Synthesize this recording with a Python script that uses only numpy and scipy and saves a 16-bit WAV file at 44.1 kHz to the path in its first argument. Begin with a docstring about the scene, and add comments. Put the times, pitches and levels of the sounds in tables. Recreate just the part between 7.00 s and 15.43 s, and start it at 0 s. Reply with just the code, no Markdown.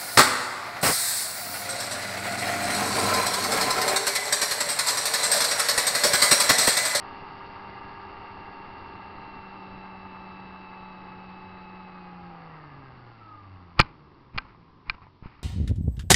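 """A small electric seaplane comes down to a lake, heard by a microphone fixed on its airframe.
At first three propeller blades hum as harmonics of the blade rate, the motor whines at multiples of the
shaft speed, and the slipstream roars as shaped noise; then the power is cut and the shaft coasts down.
Last the floats skip on the water four times: noise bursts of spray with ringing drops, damped hull modes
for the thumps, airframe modes for the knocks of fittings on the first three, and a low wash of noise."""
import sys
import numpy as np
from scipy import signal
from scipy.fft import rfft, irfft, next_fast_len
from scipy.io import wavfile

SR = 44100
rng = np.random.default_rng(int(sys.argv[2]) if len(sys.argv) > 2 else 0)


def digitize_waveform(pressure):
    """Quantize a signal to 16-bit integers and store it at the path in sys.argv[1].

    Rows of a 2-D input are taken as channels; values are limited to [-1, 1].
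    """
    field = np.atleast_2d(pressure).T
    bounded = np.clip(field, -1, 1)
    quanta = np.round(bounded * 32767).astype(np.int16)
    wavfile.write(sys.argv[1], SR, quanta)


N = 371763   # samples
CRUISE_TURNS_PER_S = 62
TOUCHDOWN_S = 6.8

# Airflow past the body: t/s, flow level/dB, buffeting level/dB, treble hiss level/dB
AIR = [(0,-0.5,-50.5,-61),(2,-2.2,-51.5,-64),(4,-5,-54.5,-66.5),(5.5,-6,-56.5,-69),(6,-9.5,-54.5,-70),(6.9,-16,-66.5,-75.5),(7.5,-23.5,-65.5,-83),(8.43,-29,-72.5,-92)]
# Transmission of sound through the body: f/Hz, level/dB
BODY_RESPONSE = [(180,-21),(290,-2.5),(380,-7.5),(470,-10),(700,-8),(810,0.5),(1030,-3.5),(1230,1.5),(1500,-13),(1650,-5),(1780,-12.5),(2080,-7),(2450,-16.5),(2720,-6.5),(3200,-23)]


def from_db(db):
    """Amplitude ratio of a level: 20 dB is a factor of ten."""
    return np.exp(np.asarray(db) * (np.log(10) / 20))


def rms_one(x):
    """Normalisation to unit root-mean-square amplitude."""
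    return x / np.sqrt(np.mean(x ** 2) + 1e-20)


def in_time(rows):
    """Linear interpolation of each column of a time table, at every sample."""
    s, *columns = np.transpose(rows)
    return [np.interp(np.arange(N) / SR, s, column) for column in columns]


def gain_at(colour, hz):
    """Spectral gain, with the level interpolated over logarithmic frequency."""
    points, levels = np.transpose(colour)
    return from_db(np.interp(np.log(np.maximum(hz, 1)), np.log(points), levels))


def drift(rate):
    """Slow random fluctuation of unit rms: white noise through two equal poles at rate, in Hz."""
    step = 40   # samples between the computed points
    r = np.exp(-2 * np.pi * rate * step / SR)
    white = rng.standard_normal(N // step + 2002)
    slow = signal.lfilter([1], [1, -2 * r, r * r], white)[2000:]   # the filter has settled
    return np.interp(np.arange(N) / step, np.arange(len(slow)), rms_one(slow))


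def noise(colour):
    """Spectral shaping of white noise to unit rms, with a fourth-power roll-off at the last point."""
    size = next_fast_len(N, True)
    hz = np.fft.rfftfreq(size, 1 / SR)
    rolloff = 1 + (hz / colour[-1][0]) ** 4
    spectrum = rfft(rng.standard_normal(size)) * gain_at(colour, hz) / rolloff
    return rms_one(irfft(spectrum, size)[:N])


def ring(clicks, hz, t60):
    """Damped resonator: each unit click starts a sine of height 1 that loses 60 dB in t60 seconds."""
    r = np.exp(-np.log(1000) / (t60 * SR))
    w = 2 * np.pi * hz / SR
    return signal.lfilter([0, np.sin(w)], [1, -2 * r * np.cos(w), r * r], clicks + 1e-18)


def clicks_at(times, sizes):
    """Impulse train: each contact is one sample of the given size."""
    return np.bincount(np.round(np.atleast_1d(times) * SR).astype(int), np.atleast_1d(sizes), N)


def tone(cycles, gain, rough, flutter_hz):
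    """A partial of rms gain, with amplitude and phase modulated at random by turbulence."""
    shaken = cycles + rng.random() + rough * drift(flutter_hz) / (2 * np.pi)
    angle = (2 * np.pi * (shaken - np.floor(shaken))).astype(np.float32)
    height = np.sqrt(2) * gain * (1 + rough * drift(flutter_hz))
    return height * np.cos(angle)


def shaft_speed():
    """Relaxation: after the powered run the speed decays exponentially to that of windmilling."""
    # shaft under power: t/s, speed/(turns per s)
    powered_run = [(0,66),(.8,65.9),(1.8,65.25),(1.93,64.8),(2.25,64.7),(2.77,63.2),(3.12,63.2),(3.26,62.8),(3.59,62.8),(3.69,62.4),(4.04,61.9),(4.39,62),(4.84,61.7),(5.26,58.5),(5.5,53.9)]
    windmill_turns_per_s, coast_s = 5.2, 1.65   # final speed; time constant
    powered, = in_time(powered_run)
    coasted = np.maximum(np.arange(N) / SR - powered_run[-1][0], 0)
    return windmill_turns_per_s + (powered - windmill_turns_per_s) * np.exp(-coasted / coast_s)


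def propeller(speed, turns):
    """Blade-rate harmonics: three blades pass per turn, and the tones swell in resonances they cross."""
    # harmonics of the blade rate: multiple of shaft speed, level/dB at cruise ahead of the response
    blade_orders = [(3,-46.5),(6,-48),(9,-48.5)]
    # transmission of blade tones by the wings and body: f/Hz, level/dB
    blade_response = [(45,-15),(80,-6),(93,7.5),(104,0),(140,-1),(178,0),(190,-4.5),(202,-17),(235,-18.5),(268,-4),(335,-13.5),(362,-10.5),(388,-11.5),(398,-7),(430,-18),(500,-10),(590,-27)]
    speed_db = 9 * np.log2(speed / CRUISE_TURNS_PER_S)   # 9 dB per octave of speed
    out = 0
    for multiple, level_db in blade_orders:
        gain = from_db(level_db + speed_db) * gain_at(blade_response, multiple * speed)
        out = out + tone(multiple * turns, gain, rough=.1, flutter_hz=7.2)
    return out


def through_body(hz, mount_db):
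    """Structural transmission: the mount's resonance, mount_db high, in series with the body."""
    mount_hz, mount_width_hz = 1255, 110
    mount = 1 / (1 + np.square(2 * (hz - mount_hz) / mount_width_hz))
    return gain_at(BODY_RESPONSE, hz) * from_db(mount_db * mount)


def motor(speed, turns):
    """Order-locked tones: fourteen magnets and three coil phases sound at multiples of shaft speed."""
    # current chopping at part throttle: t/s, relative whistle level/dB, relative mirror tone level/dB
    chopping = [(0,-9.5,-26),(1.2,-7,-20),(2.3,-0.5,-9.5),(3.3,2.5,-2),(4.75,-3.5,-0.5),(5.05,-12,-2),(5.35,-40,-18),(5.7,-69,-49)]
    # weaker tones: multiple of shaft speed, level/dB ahead of load and body
    shaft_orders = [(12,-55.5),(13,-55.5),(14,-58),(15,-58.5),(18,-56.5),(21,-57),(21.7,-62.5),(24,-61.5),(25.2,-56),(27,-62.5),(30,-59),(42,-66.5),(43.4,-57)]
    power_off_s, power_fade_db_per_s = 5.39, 90
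    chopping_base_db = -70.5
    mirror_sum_hz = 7835   # the whistle and its mirror tone add up to this
    mount_db, weak_mount_share = 11.5, 0.13   # mount resonance; share of it for the weaker tones

    t = np.arange(N) / SR
    chopping_db, mirror_db = in_time(chopping)
    flow_db = in_time(AIR)[0]
    power = from_db(-power_fade_db_per_s * np.maximum(t - power_off_s, 0))

    # the magnet whine follows 0.48 of the airflow's swing, the cogging half of the chopping's
    out = tone(14 * turns, from_db(-48 + 0.48 * flow_db) * power, rough=0.1, flutter_hz=22)
    out += tone(42 * turns, from_db(-57.5 + .5 * chopping_db), rough=0.18, flutter_hz=50)

    # another whine takes over as the power goes; it sinks with speed and drops 10 dB at touchdown
    coasting_db = -48 + 13.5 * np.log2(speed / CRUISE_TURNS_PER_S) - .5 - 10 * (t > TOUCHDOWN_S)
    coasting = (1 - power) * through_body(36 * speed, mount_db)
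    out += tone(36 * turns, from_db(coasting_db) * coasting, rough=0.33, flutter_hz=34.44)

    # the controller's whistle has a mirror tone that rises as the shaft slows
    switching = 63 * turns
    controller = from_db(chopping_base_db + chopping_db)
    mirror_gain = from_db(chopping_base_db + mirror_db)
    out += tone(switching, controller * from_db(-1), rough=.15, flutter_hz=10)
    out += tone(mirror_sum_hz * t - switching, mirror_gain, rough=.15, flutter_hz=10)
    out += tone(84 * turns, controller * from_db(-15.5), rough=.2, flutter_hz=10)

    # weaker tones swell and fade as they slide through the body's resonances
    load = from_db(np.maximum(flow_db, -16))   # lowest with the shaft idling
    for multiple, level_db in shaft_orders:
        body = through_body(multiple * speed, weak_mount_share * mount_db)
        out += tone(multiple * turns, load * from_db(level_db) * body, rough=0.17, flutter_hz=18)
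    return out


def airflow(turns):
    """Turbulent broadband noise: buffeting, rush and hiss modulated at the blade rate, and glide wind."""
    # wind of the slow glide: t/s, level/dB
    glide = [(0,-68),(5.8,-66.5),(6.6,-58),(7.8,-56.5),(8.1,-62),(8.43,-66.5)]
    # spectra of buffeting, treble hiss and glide wind: f/Hz, relative level/dB
    buffet_colour = [(20,1.5),(45,-5),(90,3),(140,-2),(220,-4.5),(330,-5),(450,-11),(800,-25)]
    hiss_colour = [(2000,-8),(3000,-3),(3500,0),(4100,-1),(4650,7.5),(5000,-4),(5600,-5.5),(6500,-25)]
    glide_colour = [(40,-1.5),(130,0.5),(280,-2),(380,-4.5),(500,-16.5),(720,-20.5),(1000,-2),(1200,-8.5),(1400,-17.5),(2200,-24),(3000,-29),(5000,-35)]
    flow_db, buffet_db, hiss_db = in_time(AIR)
    glide_db, = in_time(glide)
    blade_angle = 2 * np.pi * 3 * turns
    pulsing = 1 + .23 * np.cos(blade_angle) + .33 * np.cos(2 * blade_angle)
    buffet = from_db(buffet_db + 1.5 * drift(8.5)) * noise(buffet_colour)
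    rush = from_db(-44 + flow_db + .6 * drift(33)) * noise(BODY_RESPONSE)
    hiss = from_db(hiss_db + .8 * drift(17)) * noise(hiss_colour)
    return buffet + (rush + hiss) * pulsing + from_db(glide_db) * noise(glide_colour)


def spray():
    """Noise bursts and damped rings: spray rises, sags as a float ploughs, dies; drops strike the floats."""
    # floats ploughing the water: t/s, spray level/dB, contact length/s
    splashes = [(6.785,-35.5,0.045),(7.346,-48,0.18),(7.615,-64,.005),(7.868,-46.5,0.075),(8.025,-54,0.0268),(8.234,-49.5,0.24)]
    # drops striking the floats: t/s, peak level/dB, f/Hz, t60/s
    drop_strikes = [(7.548,-45,1083,0.019),(7.6135,-52,1050,0.018),(7.9823,-44.5,1010,0.04),(8.018,-41,1120,0.025),(8.068,-40.5,945,0.018)]
    # spectrum of the spray: f/Hz, relative level/dB
    spray_colour = [(40,6.5),(110,4),(230,-2.5),(350,-8),(480,-12.5),(680,-12.5),(850,-2),(1100,-2),(1300,-1),(1550,-11),(2300,-8),(2750,-12),(3300,-24),(4700,-19.5),(6000,-29)]
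    rise_db_per_s, sag_db_per_s = 1300.5, 45.5
    fall_db_per_s = 187.5   # on top of the sag, after contact
    t = np.arange(N) / SR
    level = 0
    for s, db, length in splashes:
        loss_db = rise_db_per_s * np.maximum(s - t, 0)
        loss_db += sag_db_per_s * np.maximum(t - s, 0)
        loss_db += fall_db_per_s * np.maximum(t - s - length, 0)
        level = level + from_db(db - loss_db)
    drops = sum(ring(clicks_at(s, from_db(db)), hz, t60) for s, db, hz, t60 in drop_strikes)
    return level * from_db(2.5 * drift(90)) * noise(spray_colour) + drops


def floats():
    """Modal excitation: slaps thump the damped hull modes, and soft ones heave only the low modes."""
    # slaps on the hull: t/s, level/dB, f/Hz at which the excitation is 6 dB down
    thumps = [(6.788,-24,34),(6.7986,-15,1100),(7.347,-30,110),(7.363,-29,150),(7.371,-20,36),(7.887,-23,38.5),(7.8993,-38.5,180),(8.225,-40,259),(8.258,-33.5,220)]
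    # hull modes: f/Hz, relative level/dB, t60/s
    hull = [(31,-2.5,0.087),(72,-12.5,.08),(122,-0.5,.065),(170,7,0.031),(267,-9,.025),(335,-6,0.057),(550,-0.5,0.016)]
    s, level_db, edge_hz = np.transpose(thumps)
    out = 0
    for hz, mode_db, t60 in hull:
        softness = 1 / (1 + (hz / edge_hz) ** 4)
        out = out + ring(clicks_at(s, from_db(level_db + mode_db) * softness), hz, t60)
    return out


def rebounds(count):
    """Inelastic impact: every knock is a short, uneven run of ever weaker contacts."""
    # knocks of loose fittings: t/s, level/dB, tilt/(dB per octave), relative level of own ring/dB
    knocks = [(6.7925,-6,9,-20.5),(6.7946,1,-1,-20),(6.7962,-5.5,1.5,-24),(6.8004,3,-1,-11.5),(6.8062,-10.5,-1,-24),(6.8105,-13,12,-9.5),(6.8132,-15,13,-5),(7.377,-15,.5,-17),(7.382,-11.5,4,-13.5),(7.3845,-13,0.5,-11),(7.897,-10.5,4.5,-6)]
    gap_s, scatter, loss_db = .002, .3, 10.5   # spacing; its relative scatter; loss per rebound
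    rows = []
    for s, db, tilt_db, own_db in knocks:
        delays = gap_s * np.arange(count) * (1 + scatter * rng.uniform(-0.89, 1, count))
        for k, delay in enumerate(delays):
            rows.append((s + delay, db - loss_db * k, tilt_db, own_db))
    return rows


def fittings():
    """Impact excitation: fittings ring and knock airframe modes, the high ones more at a rising tilt."""
    # airframe modes: f/Hz, relative level/dB, t60/s
    airframe = [(872,-13.5,0.014),(1064,-13.5,0.033),(1292,-11,0.018),(1560,-18,0.045),(1840,-7.5,0.0055),(2370,-11,0.007),(2900,-10,0.0062),(3550,-15,0.005),(4230,-18,.011),(4880,-17.5,.006)]
    s, level_db, tilt_db, own_db = np.transpose(rebounds(count=2))
    out = ring(clicks_at(s, from_db(level_db + own_db)), hz=2388, t60=0.02)
    for k, (hz, mode_db, t60) in enumerate(airframe):
        scatter_db = rng.normal(0, 1, len(s))
        strength_db = level_db + mode_db + tilt_db * np.log2(hz / 2000) + scatter_db
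        direction = -(-1) ** k   # successive modes swing in opposite directions
        out += direction * ring(clicks_at(s, from_db(strength_db)), hz, t60)
    return out


def wake():
    """Decaying flow noise: water washes under the floats and quietens as the plane slows."""
    # spectrum of the low wash: f/Hz, relative level/dB
    wake_colour = [(150,-13),(260,-2),(340,-0.5),(420,-3.5)]
    afloat = np.arange(N) / SR - TOUCHDOWN_S
    level_db = -58 - 9.5 * np.maximum(afloat, 0)   # fades 9.5 dB per s
    return (afloat > 0) * from_db(level_db) * noise(wake_colour)


def scene():
    """Superposition: all sources add at one point on the airframe, with no room around it."""
    speed = shaft_speed()
    turns = np.cumsum(speed * (1 + .0005 * drift(5))) / SR
    powered = propeller(speed, turns) + motor(speed, turns)
    water = spray() + floats() + fittings() + wake()
    return (powered + airflow(turns) + water)[None]


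def record(dry):
    """Band limit and overload: a dull, hissy little microphone clips at the hardest slap."""
    # spectrum of the microphone's hiss: f/Hz, relative level/dB
    mic_colour = [(100,2),(5000,1),(9000,-14)]
    mic_top_hz, overload, cutoff_hz = 5410, .73, 16500
    hissy = dry + from_db(-72) * noise(mic_colour)
    dull = signal.sosfilt(signal.butter(14, mic_top_hz, fs=SR, output="sos"), hissy)
    clipped = np.clip(dull, -overload, overload)
    return signal.sosfilt(signal.cheby2(12, 70, cutoff_hz, fs=SR, output="sos"), clipped)


dry = scene()
out = record(dry)
digitize_waveform(out)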